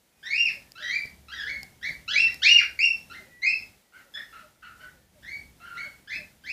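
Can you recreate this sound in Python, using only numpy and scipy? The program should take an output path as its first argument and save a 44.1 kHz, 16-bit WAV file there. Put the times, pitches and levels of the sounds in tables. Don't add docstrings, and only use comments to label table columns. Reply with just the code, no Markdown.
import sys
import numpy as np
from scipy import signal
from scipy.fft import rfft, irfft, next_fast_len
from scipy.io import wavfile
from scipy.ndimage import uniform_filter1d, map_coordinates

SR = 44100
rng = np.random.default_rng(int(sys.argv[2]) if len(sys.argv) > 2 else 0)


def to_linear_factor(level_db):
    exponent = np.asarray(level_db, float) / 20
    return 10 ** exponent


def store_wav(level_fs):
    pcm = np.round(np.clip(np.atleast_2d(level_fs), -1, 1) * 32767)
    wavfile.write(sys.argv[1], SR, pcm.T.astype(np.int16))


N = 287532
T = np.arange(N) / SR


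def unit(x):
    return x / np.sqrt(np.mean(x ** 2) + 1e-20)


def along(points, hz):
    point_hz, value = np.transpose(points)
    return np.interp(np.log(hz + 1), np.log(point_hz + 1), value)


def curve(rows):
    return np.interp(T, *np.transpose(rows))


def wobble(rate, size=N):
    knots = rng.standard_normal(int(size * rate / SR) + 4)
    return map_coordinates(knots, [np.arange(size) * rate / SR])


def filtered(x, response):
    m = next_fast_len(N + SR // 2)
    return irfft(rfft(x, m) * response(np.fft.rfftfreq(m, 1 / SR)), m)[:N]


def span(rows, edge):
    s, *cols = np.transpose(rows)
    at = slice(round(s[0] * SR), min(N, round(s[-1] * SR)))
    window = np.clip(np.minimum(T[at] - s[0], s[-1] - T[at]) / edge, 0, 1)
    return at, [np.interp(T[at], s, c) for c in cols], window


# start_s, widest_s, hiss_let_through_db
OPENINGS = [(0.165, 0.52, -61.5), (0.735, 1.056, -63), (1.231, 1.636, -64), (1.803, 1.902, -61.5),
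            (2.07, 2.333, -60.5), (2.4, 2.634, -61), (2.755, 2.983, -63), (3.065, 3.201, -64),
            (3.399, 3.613, -63.5), (3.924, 3.989, -67), (4.104, 4.211, -65), (4.28, 4.403, -66.5),
            (4.593, 4.718, -68.5), (4.741, 4.857, -66), (5.116, 5.394, -65), (5.54, 5.867, -63.5),
            (6.09, 6.163, -62.5), (6.412, 6.533, -65)]


def opening():
    shut_db, closing_db_per_s = -74, 38.5
    early_share = 0.51
    points = [(0, shut_db)]
    for start, widest, db in OPENINGS:
        last_s, last_db = points[-1]
        shut = min(last_s + (last_db - shut_db) / closing_db_per_s, start - .001)
        from_db = last_db - closing_db_per_s * (shut - last_s)
        early = (start + (widest - start) / 3, from_db + early_share * (db - from_db))
        points += [(shut, from_db), (start, from_db), early, (widest, db)]
    return to_linear_factor(curve(points) + 64)


# pitch_hz, t60_s
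ROOM_DECAY = [(500, 0.29), (1500, 0.44), (2700, 0.28), (5000, 0.38), (9000, 0.14)]


def room(x, onset):
    hz, t, z = signal.stft(rng.standard_normal(SR * 3 // 4), SR, nperseg=256)
    decay = to_linear_factor(-60 * t / along(ROOM_DECAY, hz)[:, None])
    tail = signal.istft(z * decay, SR, nperseg=256)[1]
    tail = tail * (1 - np.exp(-np.arange(len(tail)) / SR / onset))
    return signal.fftconvolve(x, tail / np.linalg.norm(tail))


# frequency_hz, level_db_per_hz
AIR_SPECTRUM = [(12, -34), (20, -2), (54, 2.5), (205, -2.5), (302, -10.5), (433, -17), (587, -18.5),
                (693, -20), (774, -19), (1110, -24.5), (1550, -24), (2280, -22), (2480, -25.5),
                (2770, -24.5), (15000, -29.5)]
# time_s, level_db
RUMBLE_SWELL = [(0, -2.5), (1.7, 5), (1.9, 9), (2.5, 0), (3.5, 3.5), (4, -3.5), (4.7, 4), (5.4, 8),
                (5.9, 2.5), (6.52, 5)]


def air():
    bed = unit(filtered(rng.standard_normal(N), lambda hz: to_linear_factor(along(AIR_SPECTRUM, hz))))
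    low = filtered(bed, lambda hz: 1 / (1 + (hz / 330) ** 4))
    swell_db = curve(RUMBLE_SWELL) - 12 + 1.7 * wobble(10)
    return to_linear_factor(-49) * (bed - low + low * to_linear_factor(swell_db))


def far_notes(rows, fall, shake):
    out = np.zeros(N)
    for start, length, hz, db in rows:
        u = np.arange(round(length * SR)) / SR / length
        pitch = hz * (1 + fall * (.5 - u) + shake * wobble(31, size=SR)[:len(u)])
        tone = np.sin(2 * np.pi * np.cumsum(pitch) / SR)
        out[round(start * SR):][:len(u)] += to_linear_factor(db + 4) * np.sin(np.pi * u) ** 0.65 * tone
    return out


# start_s, length_s, pitch_hz, level_db
ENGINE = [
    (1.048, .62, 68.7, -55.5),
    (1.818, 0.32, 71.85, -56.5),
    (2.172, .78, 69.5, -57.5),
    (5.06, 0.26, 70.9, -75),
]


def engine():
    out = np.zeros(N)
    for start, length, pitch, level in ENGINE:
        at, (hz, db), window = span([(start, pitch, level), (start + length, pitch, level)], edge=0.074)
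        hz = hz * (1 + .015 * wobble(4, size=SR)[:len(hz)])
        out[at] += to_linear_factor(db - 2.0) * window * np.sin(2 * np.pi * np.cumsum(hz) / SR)
    return out


# start_s, length_s, pitch_hz, level_db
YAPS = [(.55, 0.055, 590, -60), (.8, 0.062, 593, -56.5), (1.44, 0.064, 444, -62), (1.47, 0.12, 569, -63),
        (1.62, 0.036, 775, -60), (1.88, 0.042, 594, -60.5), (2.12, 0.065, 606, -57), (2.5, 0.053, 593, -62),
        (3.19, 0.048, 634, -63), (3.19, 0.053, 373, -62), (3.26, 0.043, 542, -63.5),
        (4.04, 0.065, 553, -67), (4.15, 0.069, 584, -64), (4.42, 0.0624, 601, -59.5),
        (4.81, 0.075, 607, -64), (4.93, 0.079, 532, -69.5), (5.15, 0.056, 600, -62), (5.6, 0.037, 730, -63),
        (5.85, 0.04, 604, -56.5), (6.18, 0.067, 624, -56)]
# start_s, length_s, pitch_hz, level_db
SQUEALS = [
    (.09, .2, 2479, -79),
    (.19, .09, 5005, -74),
    (.62, .12, 1770, -74),
    (3.15, .27, 2478, -76),
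    (3.29, .14, 1952, -57),
    (3.8, .12, 1952, -80),
    (4.93, .16, 1772, -78),
]


def outside():
    out = far_notes(YAPS, fall=0.11, shake=0.029)
    out += far_notes(SQUEALS, fall=0.00086, shake=0.00088)
    out += engine()
    return (out + to_linear_factor(-12.5) * room(out, onset=0.018)[:N]) / opening()


# time_s, peak_db
TICKS = [
    (0.7188, -31),
    (1.0575, -36),
    (1.6307, -24),
    (2.3431, -25),
]
# time_s, peak_db
TAPS = [
    (1.054, -33.5),
    (1.908, -37),
    (2.544, -44),
]
# frequency_hz, width_hz, level_db
CASE = [(700, 900, -12), (4950, 550, 0), (7300, 700, -10), (9800, 1000, -13), (13800, 1600, -14)]


def case(hz):
    return sum((-1) ** k * to_linear_factor(db) * 1j * hz * width / (centre * centre - hz * hz + 1j * hz * width)
               for k, (centre, width, db) in enumerate(CASE))


def handling():
    blows, pushes, t = np.zeros(N), np.zeros(N), np.arange(600) / SR
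    for s, db in TICKS:
        blows[round(s * SR) + np.array([30, 48])] = to_linear_factor(db + 18) * np.array([.7, 1])
    for s, db in TAPS:
        pushes[round(s * SR):][:len(t)] = to_linear_factor(db - 6.5) * (1 - t / 0.00017) * np.exp(-t / 0.0008)
    return (filtered(blows, case) + pushes) / opening()


# start_s, length_s, from_hz, to_hz, effort_db
MUTTERS = [
    (3.922, 0.093, 1386, 1392, -46.5),
    (3.935, 0.1, 2240, 1780, -61),
    (4.158, 0.0424, 1486, 2156, -38),
    (4.326, 0.096, 1314, 1247, -38),
    (4.62, .1, 1451, 1330, -42.5),
    (4.79, 0.061, 1372, 1448, -41.5),
    (4.855, 0.038, 2094, 1790, -57.5),
    (5.6, 0.182, 1327, 1389, -40),
    (5.8, 0.102, 1530, 1467, -46.5),
]


def mutters():
    for rows, overtones_db, hoarse in glides(MUTTERS, (-3.5, -3.5, -9), (-17, -27), hoarse=.47):
        s, hz, db, bright_db = rows[1]
        rows[1] = (s, hz * 1.06, db, bright_db)
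        yield rows, overtones_db, hoarse


# start_s, length_s, from_hz, to_hz, effort_db
SQUAWKS = [
    (.828, 0.057, 1594, 1625, -46.5),
    (2.078, 0.048, 1301, 1785, -32.5),
    (2.132, 0.022, 1938, 2033, -28.5),
    (2.418, .021, 1384, 1895, -28),
    (2.439, .014, 1911, 2326, -24),
    (4.138, .02, 1751, 1751, -40),
]


def squawks():
    return glides(SQUAWKS, (-8.5, -8.5, 4.5), (2.5, -4), hoarse=.17)


# start_s, length_s, from_hz, to_hz, effort_db
FALLS = [
    (.456, .05, 2748, 1630, -33.5),
    (2.273, 0.029, 1980, 1910, -43),
    (2.58, .04, 2564, 1396, -26.5),
]


def falls():
    return glides(FALLS, (12.5, 7, -12.5), (-14, -22))


# start_s, length_s, from_hz, to_hz, effort_db
SCOOPS = [(.228, .089, 1580, 2256, -37.5), (.752, 0.08, 1289, 1827, -45), (.825, 0.07, 1958, 1860, -37.5),
          (1.283, 0.051, 1270, 1636, -40), (1.336, .08, 1947, 1621, -39), (1.417, 0.046, 1425, 1484, -46),
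          (1.813, 0.034, 1604, 1812, -45), (3.098, 0.0394, 1306, 1567, -43.5),
          (3.418, 0.014, 1865, 2146, -36), (5.222, 0.015, 1380, 1850, -52.5),
          (6.073, 0.046, 1510, 2140, -43.5), (6.437, .048, 1417, 2385, -46)]


def scoops():
    return glides(SCOOPS, (-1, -0.5, 3.5), (-9, -13))


def glides(table, shape_db, overtones_db, hoarse=0):
    for start, length, from_hz, to_hz, db in table:
        rows = [(start + length * u, from_hz + (to_hz - from_hz) * u, db + change_db, 0)
                for u, change_db in zip((0, 1 / 3, 1), shape_db)]
        yield rows, overtones_db, hoarse


# start_s, climb_s, hold_s, top_hz, effort_db
WHISTLES = [(0.317, 0.086, 0.027, 2799, -25.5), (0.884, 0.076, 0.033, 2365, -26.5),
            (1.465, .04, 0.05, 2246, -33), (1.827, 0.049, 0.0083, 2309, -30),
            (2.156, 0.06, 0.047, 2754, -20.5), (2.451, 0.06, 0.071, 2844, -16),
            (2.79, 0.0518, 0.064, 2770, -20), (3.131, 0.024, 0.019, 2040, -43),
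            (3.43, .08, 0.012, 2661, -23.5), (5.246, 0.088, 0.035, 2279, -40),
            (5.769, .026, 0.063, 2258, -37), (6.106, 0.059, .006, 2622, -35), (6.482, .04, .03, 2712, -30)]


def whistles():
    start_share, sag_share = .77, 0.0322
    swell_db, fade_db, release_s, release_db = 2.5, 3, 0.015, 24.5
    bright_db, dull_db = 1, 4.5
    u = np.linspace(0, 1, num=8)
    for start, climb, hold, top, db in WHISTLES:
        pitch = top * (start_share + (1 - start_share) * np.sin(np.pi / 2 * u))
        rows = list(zip(start + climb * u, pitch, db - swell_db * (1 - u), bright_db * (1 - u)))
        end, sagged = start + climb + hold, top * (1 - sag_share)
        rows += [(end, sagged, db - fade_db, -dull_db),
                 (end + release_s, sagged, db - fade_db - release_db, -dull_db)]
        yield rows, (-14, -18), 0


# pitch_hz, share_0_to_1
HOARSE = [(1300, .35), (1900, .25), (2300, .12), (2700, .06)]
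# frequency_hz, level_db
WINDPIPE = [(1300, -8), (1800, -1.5), (2300, -1.5), (2750, -1), (3600, 1.5), (4600, -2.5), (5500, -2.5),
            (8200, -20.5)]
# frequency_hz, level_db
BEAK = [(4000, -2.5), (5500, -12.5), (7000, -19), (8500, -32), (11000, -34), (16000, -65.5)]


def voice(hz, effort_db, bright_db, overtones_db, hoarse):
    def chance(rate):
        return wobble(rate, size=SR // 3)[:len(hz)]

    levels_db = [effort_db + db + bright_db * (k > 1) + along(WINDPIPE, k * hz)
                 for k, db in enumerate((0, *overtones_db), start=1)]
    rough = hoarse or along(HOARSE, hz)
    flutter = .004 * chance(120) + .04 * rough * chance(30) + .09 * rough * chance(300)
    hz = uniform_filter1d(hz, 200, mode="nearest") * (1 + flutter)
    phase = 2 * np.pi * np.cumsum(hz) / SR
    tone = sum(to_linear_factor(db) * np.sin(k * phase) for k, db in enumerate(levels_db, start=1))
    for k in (4, 5):
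        tone += to_linear_factor(levels_db[2] - 3 * (k - 5.0) + along(BEAK, k * hz)) * np.sin(k * phase)
    rasp = 1 + 1.6 * rough ** 2 * chance(1800)
    throb_db = (2 + 6 * rough) * chance(110)
    return tone * rasp * to_linear_factor(throb_db)


# from_s, to_s, level_db
NEARER = [
    (2.05, 2.35, 4),
    (2.4, 2.7, 1),
    (2.78, 3.0, 4),
    (4.12, 4.15, 3),
]


def birds():
    out, gain = np.zeros(N + 2 * SR), opening()
    for kind in (whistles, scoops, squawks, falls, mutters):
        for rows, overtones_db, hoarse in kind():
            at, (hz, effort_db, bright_db), window = span(rows, edge=.002)
            nearer_db = sum(db for start, end, db in NEARER if start <= rows[0][0] < end)
            direct = voice(hz, effort_db, bright_db, overtones_db, hoarse) * window / gain[at]
            wet = room(direct, onset=.002)
            out[at] += to_linear_factor(1 + nearer_db / 2) * direct
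            out[at.start:][:len(wet)] += to_linear_factor(3 - nearer_db / 2) * wet
    throat = signal.butter(5, 1200, "high", fs=SR, output="sos")
    return signal.sosfilt(throat, out[:N])


def scene():
    return (birds() + outside() + handling() + air())[None]


def top_cut(x):
    return signal.sosfilt(signal.butter(12, 15950, fs=SR, output="sos"), x)


def record(dry):
    kept = filtered(dry[0] * opening(), lambda hz: (hz < 15140) / (1 + (33 / (hz + 1)) ** 6))
    return top_cut(kept[None])


dry = scene()
out = record(dry)
store_wav(out)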